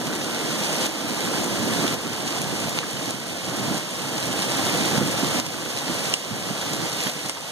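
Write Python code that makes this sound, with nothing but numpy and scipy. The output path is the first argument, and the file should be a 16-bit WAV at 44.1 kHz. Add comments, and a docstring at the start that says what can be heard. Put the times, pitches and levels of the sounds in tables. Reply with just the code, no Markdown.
"""Heavy hail and rain on a yard, heard from a porch. From the start, countless small hits hiss on leaves,
patter on the ground and drum on the roof, while close stones crack on something hard. Sharp cracks
make the automatic volume control dip, and the downpour slowly swells back. After a second, big stones
also thud on the roof and others knock on something hollow. The roof's boom grows for three seconds as
the microphone comes under it. Near six seconds the biggest stone clinks; at the end the hail eases."""
import sys
import numpy as np
from scipy import signal
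from scipy.fft import rfft, irfft, next_fast_len
from scipy.io import wavfile

SR = 44100
rng = np.random.default_rng(int(sys.argv[2]) if len(sys.argv) > 2 else 0)


def unload_wav(signal):
    """Save mono or channel-first audio to the path in sys.argv[1] as 16-bit WAV at rate SR, clipped to [-1, 1]."""
    wavfile.write(
        sys.argv[1],
        SR,
        np.round(np.clip(np.atleast_2d(signal).T, -1, 1) * 32767).astype(np.int16),
    )


N = 331191
SIZE = next_fast_len(N + 4096)
HZ, TIME = np.fft.rfftfreq(SIZE, 1 / SR), np.arange(N) / SR
CONTACT_S = .00036  # a hit peaks this long after it begins
PORT_GAP_S = .000389  # sound's travel time between the microphone's two openings, or ports

# close hailstones: t/s, ring level/dB, f/Hz, snap level/dB, click level/dB, side (-1 left, 1 right)
CLOSE_STONES = [(0.152, -26, 1900, -9.5, -12, -1.0), (0.2154, -16.0, 3900, -22.0, -30, 0.1),
                (0.3467, -18.0, 3300, -17, -30, 0.6), (0.7289, -18, 4600, -24.0, -30, -0.3),
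                (0.8091, -23, 4600, -24.0, -30, 0.2), (0.8646, -22, 4600, -17, -11.5, 0.8),
                (1.206, -17, 2800, -12, -30, -0.7), (1.2516, -25, 4600, -14, -30, 0.7),
                (1.4433, -23, 4570, -15, -15, 0.8), (1.4614, -19, 4600, -24.0, -32, 0.5),
                (1.8788, -15, 2800, -24.0, -16, 0.8), (1.9427, -24.0, 7300, -19.0, -10.5, 0.4),
                (1.9876, -20.0, 2800, -18.0, -30, 0.6), (2.1235, -19, 3900, -24.0, -30, 0.2),
                (2.1633, -21, 4600, -24.0, -30, 0.8), (2.2777, -13.5, 4600, -21.0, -25, 0.8),
                (2.307, -17, 4600, -24.0, -30, 0.4), (2.4174, -15, 4600, -10.0, -12.5, 0.5),
                (2.6017, -22.0, 5400, -15, -30, 0.8), (2.6946, -13, 6300, -27, -13.5, 0.8),
                (2.7882, -7.5, 3900, -19, -11, 0.5), (3.0792, -21, 3300, -23.0, -30, -0.5),
                (3.1077, -15, 7300, -9, -9, 0.1), (3.7443, -17.0, 5400, -24.0, -30, 0.8),
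                (3.78, -22, 5400, -14.0, -10.5, 0.4), (3.797, -16, 2800, -24.0, -30, 0.5),
                (3.9071, -22, 4600, -26, -30, 0.0), (4.427, -18, 4600, -24.0, -30, 0.2),
                (4.9786, -17, 6300, -28, -15.5, 0.5), (5.0515, -28, 5400, -27, -16, 0.3),
                (5.1785, -17, 3920, -24, -30, 0.4), (5.3996, -14, 5400, -21, -10, 0.7),
                (5.4644, -13, 3900, -12, -30, 0.2), (5.7736, -11, 3900, -18.0, -25, 0.5),
                (5.7874, -16, 3930, -17, -30, 0.8), (6.1392, -5.5, 4520, -12, -9.5, 0.3),
                (6.362, -23.0, 1900, -15, -30, 0.4), (6.6143, -18.0, 3870, -14, -25, 0.7),
                (6.7348, -18, 5400, -11.5, -13.5, 0.7), (7.0047, -16, 3210, -24.0, -30, 0.8),
                (7.0364, -18.0, 2800, -12, -33, -0.7), (7.0681, -18, 1910, -24.0, -30, 0.9),
                (7.0703, -16, 1900, -24.0, -30, 1.0), (7.0762, -24.0, 7300, -24.0, -14.5, -0.4),
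                (7.097, -17, 5370, -18, -11.5, 0.7), (7.2865, -24, 5400, -16, -16, 0.5),
                (7.2962, -14.0, 3300, -7, -8, 0.3), (7.3496, -22, 1900, -22.0, -30, -0.5)]
def cracks():
    """Stones crack on something hard close by, each from its own side."""
    mix = np.zeros((2, N))
    for start_s, *settings, side in CLOSE_STONES:
        for port, sound in zip(mix, placed(stone(*settings), side)):
            add(port, start_s, sound)
    return mix

# the bright snap of ice: f/Hz, level/dB
SNAP_TONES = [(6500, -2), (8800, -2.5), (11000, -5)]
def stone(ring_db, hz, snap_db, click_db, count=14, echo_s=0.0052, scatter_t60=0.2):
    """One blow makes a snap and a short ring; the wall echoes it and the porch scatters it."""
    t = np.arange(SR // 10) / SR
    t60 = 0.0086 * (5300 / hz) ** 0.9  # seconds to fade by 60 dB: low notes last longer
    octaves = 0.553 * np.linspace(-1.7, 1.7, count) + 0.024 * rng.standard_normal(count)
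    tones = np.minimum(hz * 2 ** octaves, 12000)
    ring = sum(np.cos(2 * np.pi * (f * (t - CONTACT_S) + 0.15 * rng.standard_normal())) for f in tones)
    ring *= np.sqrt(2 / count) * gain_of(ring_db - 60 * t / t60) * (1 - np.exp(-t / .00012))
    ring += sum(snap(t, snap_db + db, hz=f, width_s=0.00013) for f, db in SNAP_TONES)
    scatter = rng.standard_normal(len(t)) * gain_of(-60 * t / scatter_t60)
    tail = signal.fftconvolve(ring, scatter / np.linalg.norm(scatter))[:len(t)]
    add(ring, echo_s, gain_of(-13) * ring)
    click = snap(t, click_db, hz=19180, width_s=.00004)  # this is what trips the volume control
    return ring + gain_of(-2) * tail + click

def snap(t, db, hz, width_s):
    """A touch so brief that it holds only a few wiggles."""
    from_peak = t - CONTACT_S
    return gain_of(db) * np.exp(-.5 * (from_peak / width_s) ** 2) * np.cos(2 * np.pi * hz * from_peak)

# notes of the surface under the biggest stone: f/Hz, level/dB, fade time/s
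CLINK_TONES = [(2900, -5, 0.035), (3070, -7, 0.022), (6030, -5, 0.012), (8250, -6, 0.035)]
def clink(level_db):
    """The biggest stone sets its surface ringing, short and clear."""
    t = np.arange(SR // 10) / SR
    return sum(gain_of(level_db + db - 60 * t / t60) * np.sin(2 * np.pi * hz * t)
               for hz, db, t60 in CLINK_TONES)

# hits on something hollow: t/s, level/dB, f/Hz, fade time/s
HOLLOW_HITS = [(1.2748, -14, 1100, .015), (2.787, -8, 1050, .007), (2.8304, -12, 1230, 0.03),
               (2.8385, -11, 1650, 0.026), (2.9685, -15, 3060, 0.04), (3.746, -15.5, 570, 0.044),
               (4.59, -18.5, 780, 0.066), (4.612, -19, 620, 0.086), (4.746, -14.5, 486, 0.044),
               (5.016, -11.5, 496, 0.072), (7.0372, -21, 1870, 0.031), (7.0674, -18, 480, 0.018),
               (7.2967, -10, 1150, 0.0074), (7.3676, -15, 1100, .02), (7.372, -17, 930, 0.046)]
# its notes: multiple of the pitch, level/dB
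HOLLOW_TONES = [(1, -1), (1.36, -5), (2.15, -13)]
def knocks(rise_s=0.00016):
    """Stones ring a few clear notes in something hollow; the higher ones die sooner."""
    t = np.arange(SR // 8) / SR
    mix = np.zeros(SIZE)
    for start_s, db, hz, t60 in HOLLOW_HITS:
        ring = sum(gain_of(db + tone_db - 60 * t * np.sqrt(ratio) / t60)
                   * np.cos(2 * np.pi * hz * ratio * t) for ratio, tone_db in HOLLOW_TONES)
        add(mix, start_s, ring * (1 - np.exp(-t / rise_s)))
    return mix

# big stones on the roof: t/s, level/dB, f/Hz
ROOF_HITS = [(1.372, -16, 294), (1.414, -21, 220), (1.444, -21, 298), (1.584, -16, 270), (1.624, -15, 302),
             (1.66, -14.5, 278), (1.746, -25, 227), (1.783, -22, 220), (1.814, -22, 249), (1.843, -18, 278),
             (2.061, -15, 312), (2.749, -16, 230), (3.137, -16, 272), (3.484, -21, 196), (3.516, -14, 196),
             (3.676, -15, 175), (3.709, -16, 214), (3.741, -13.5, 225), (4.732, -17, 227),
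             (4.978, -12.5, 173), (5.01, -10, 263), (5.019, -13, 156), (5.229, -13.5, 275),
             (5.896, -15, 248), (6.312, -9.5, 158), (6.503, -14, 218), (6.824, -18, 230),
             (7.063, -17.5, 252), (7.159, -22, 211), (7.25, -21, 218)]
def thuds(t60=0.093, rise_s=0.0022):
    """Each big stone shakes three low, fast-fading notes out of the roof."""
    t = np.arange(SR // 5) / SR
    mix = np.zeros(SIZE)
    for start_s, db, hz in ROOF_HITS:
        ring = sum(np.sin(2 * np.pi * (hz * ratio * t + rng.random())) for ratio in (.74, .98, 1.35))
        add(mix, start_s, ring * gain_of(db - 60 * t / t60) * (1 - np.exp(-t / rise_s)))
    return mix

# how hard the hail falls: t/s, level/dB
HAIL_STRENGTH = [(0.0, 9), (0.8, -1), (0.95, 3), (1.66, 6), (3.42, -1.5), (3.5, 5.5), (3.75, 4.5),
                 (3.88, -4), (4.0, 0.5), (4.84, 1), (5.0, 6), (5.12, 2.5), (6.12, -3), (6.2, -6.5),
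                 (6.34, 2.5), (6.62, -1.5), (6.83, 2.5), (6.92, -6), (7.5, -8)]
def downpour():
    """The roof follows the bursts of hail most, the ground a little; the leaves only flicker."""
    hail_db = np.interp(TIME, *np.transpose(HAIL_STRENGTH))
    clumps = flurry(top_hz=35.5)
    return roof(hail_db) + ground(hail_db, clumps) + leaves(clumps)

# the roof's dull tone: f/Hz, level/dB
ROOF_COLOUR = [(15, -51), (45, -33), (80, -16.5), (130, -0.5), (220, -0.5), (325, -0.5), (400, -7),
               (500, -11.5), (900, -36.5)]
def roof(hail_db, boom_hz=205, under_roof_s=3):
    """Hail drums overhead; the boom grows with harder hail and as the microphone comes under the roof."""
    bumps = impacts(per_s=380, spread_db=1.1, low_hz=125, high_hz=393, ringing=8.8)
    drumming = shower(ROOF_COLOUR, -26 + 0.7 * hail_db + 0.95 * flurry(top_hz=15), bumps, near_db=-5.5)
    boom = irfft(rfft(drumming, SIZE) / (1 + (HZ / boom_hz) ** 10), SIZE)[:, :N]
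    boom_db = np.interp(TIME, [0, under_roof_s], [-8, 0]) + 0.21 * hail_db
    return drumming + boom * (gain_of(boom_db) - 1)

# the ground's middle tone: f/Hz, level/dB
GROUND_COLOUR = [(250, -32), (390, -7.5), (460, 2), (680, 1.5), (1100, -3), (1700, -5.5), (2200, -10.5),
                 (2900, -43), (6000, -60)]
def ground(hail_db, clumps):
    """Hail and rain patter on the yard."""
    pats = impacts(per_s=900, spread_db=3, low_hz=462, high_hz=2250, ringing=4.1)
    return shower(GROUND_COLOUR, -25 + 0.24 * hail_db + 0.33 * clumps, pats, near_db=-5.5)

# the bright tone of leaves and grass: f/Hz, level/dB
LEAF_COLOUR = [(1200, -26.5), (2000, -3.5), (2400, -1.5), (2850, -1.9), (3200, -1.26), (4000, -3.5),
               (6000, -5), (8000, -7), (10000, -11), (12000, -15), (13000, -16.5), (15800, -30.5)]
def leaves(clumps):
    """Tiny hits hiss on leaves and grass; a few on the nearby path ping more brightly."""
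    ticks = impacts(per_s=1100, spread_db=5.5, low_hz=2160, high_hz=9500, ringing=1)
    pings = impacts(per_s=98, spread_db=6, low_hz=3500, high_hz=12000, ringing=2.5) * HZ / (HZ + 7000)
    return shower(LEAF_COLOUR, -22.5 + 0.62 * clumps, ticks + gain_of(-7) * pings, near_db=-8.5)

def shower(colour, level_db, near, near_db):
    """Far and near hits on one surface take on its tone."""
    spectrum = (wash() + gain_of(near_db) * near) * gain_of(curve(colour))
    return evened(irfft(spectrum, SIZE)[:, :N]) * gain_of(level_db)

def impacts(per_s, spread_db, low_hz, high_hz, ringing, count=12):
    """Spectrum of nearer hits, mostly small, on patches that each have their own side and note."""
    mix, power = np.zeros((2, len(HZ)), complex), 1e-9
    for side, hz in zip(rng.permutation(np.linspace(-1, 1, count)), np.geomspace(low_hz, high_hz, count)):
        size = np.minimum(rng.exponential(1, SIZE), 4.5)
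        lands = rng.random(SIZE) < per_s / count / SR
        clicks = lands * rng.choice([-1, 1], SIZE) * gain_of(spread_db * size)
        ring = 1 / (1 + 1j * ringing * ((HZ + 1) / hz - hz / (HZ + 1)))
        mix += at_ports(evened(rfft(clicks)) * ring, side)
        power = power + abs(ring) ** 2
    return mix / np.sqrt(power)

def wash():
    """Spectrum of countless far hits blurred into noise; only the bass is alike at both ports."""
    a, b, c, d = rng.standard_normal((4, len(HZ)))
    left, alike = a + 1j * b, np.sinc(2 * HZ * PORT_GAP_S)
    right = alike * left + np.sqrt(1 - alike ** 2) * (c + 1j * d)
    return evened(np.array([left, right]))

def flurry(top_hz, count=30):
    """A random wobble: the stones come down in clumps."""
    t = TIME[::128]
    waves = sum(np.sin(2 * np.pi * (f * t + rng.random()))
                for f in np.geomspace(top_hz / 10, top_hz, count))
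    return np.interp(TIME, t, evened(waves))

def gain_of(db):
    """Turns decibels into a multiplier."""
    return 10 ** (np.asarray(db) / 20)

def evened(x):
    """Scales to an average power of 1."""
    return x / np.sqrt(np.mean(abs(x) ** 2) + 1e-20)

def curve(points):
    """Joins (f/Hz, value) points into a value for every frequency."""
    f, value = np.transpose(points)
    return np.interp(np.log(HZ + 1), np.log(f + 1), value)

def add(mix, start_s, sound):
    """Mixes a sound in at its start time."""
    part = mix[max(round(start_s * SR), 0):][:len(sound)]
    part += sound[:len(part)]

def at_ports(spectrum, side, hz=HZ):
    """Sound from one side reaches the nearer port first."""
    lag = np.exp(-1j * np.pi * hz * PORT_GAP_S * np.clip(side, -1, 1))
    return np.array([spectrum * lag, spectrum * lag.conj()])

def placed(sound, side, size=8192):
    """A short sound as the two ports hear it."""
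    return irfft(at_ports(rfft(sound, size), side, np.fft.rfftfreq(size, 1 / SR)), size)

def scene():
    """Single stones over the downpour, as they reach the two ports."""
    cracking, close = cracks(), knocks()
    add(close, 6.1392, clink(level_db=-9.5))
    overhead = rfft(thuds()) * gain_of(curve(ROOF_COLOUR))
    hits = at_ports(rfft(close), side=0.21) + at_ports(overhead, side=0.13)
    return cracking + irfft(hits, SIZE)[:, :N] + downpour()

def volume_control(x, threshold_db=-24.5, recovery_db_per_s=9, start_dip_db=10, least_dip_db=3):
    """Sharp treble peaks turn the volume down fast; it creeps back at a steady rate, up to a limit."""
    treble = np.fft.ifft(rfft(x, SIZE) * (HZ > 16200), SIZE)[:, :N]
    over_db = 20 * np.log10(2 * abs(treble).max(0) + 1e-9) - threshold_db
    creep_db = recovery_db_per_s * TIME
    held_db = np.maximum.accumulate(np.maximum(over_db + creep_db, start_dip_db))
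    dip_db = np.maximum(held_db - creep_db, least_dip_db)
    lag = np.exp(-1 / (0.0079 * SR))  # reacts in about 8 ms
    smooth_db = signal.lfilter([1 - lag], [1, -lag], dip_db - start_dip_db) + start_dip_db
    return x / gain_of(smooth_db)

# how much more open the right port is: f/Hz, level/dB
RIGHT_PORT_LIFT = [(40, -3), (130, 3), (450, 3), (1000, 4.5), (2200, 6.5), (4000, 4), (8000, -1),
                   (14000, 0)]
# how much of the other port is taken away: f/Hz, share (0-1)
OTHER_PORT_SHARE = [(60, 0.76), (400, 0.66), (1200, 0.82), (2500, 0.79), (3900, 0.4), (5200, 0.61),
                    (6500, 0.5), (7800, 0.65), (9000, 0.4), (12000, 0.64)]
# how late that share comes: f/Hz, delay/s
OTHER_PORT_DELAY = [(2500, .000400), (4200, .000388)]
def widen(x):
    """Each channel subtracts a late copy of the other port, which widens the stereo."""
    share = np.clip(curve(OTHER_PORT_SHARE), 0, .96)
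    turn = 2 * np.pi * HZ * curve(OTHER_PORT_DELAY)
    openness = gain_of(curve(RIGHT_PORT_LIFT) * np.array([[-.5], [.5]]))
    ports = rfft(x, SIZE) * openness
    pair = ports - share * np.exp(-1j * turn) * ports[::-1]
    # sound from all around keeps its tone
    power = (openness ** 2).mean(0) * (1 + share ** 2) - 2 * share * np.sinc(turn / np.pi) * np.cos(turn)
    return irfft(pair / np.sqrt(power), SIZE)[:, :N]

def record(dry):
    """Controls the volume, widens the stereo and cuts the highest treble."""
    low_pass = signal.firwin(511, 15850, window=("kaiser", 9), fs=SR)
    return signal.oaconvolve(widen(volume_control(dry)), low_pass[None], "same")

dry = scene()
out = record(dry)
unload_wav(out)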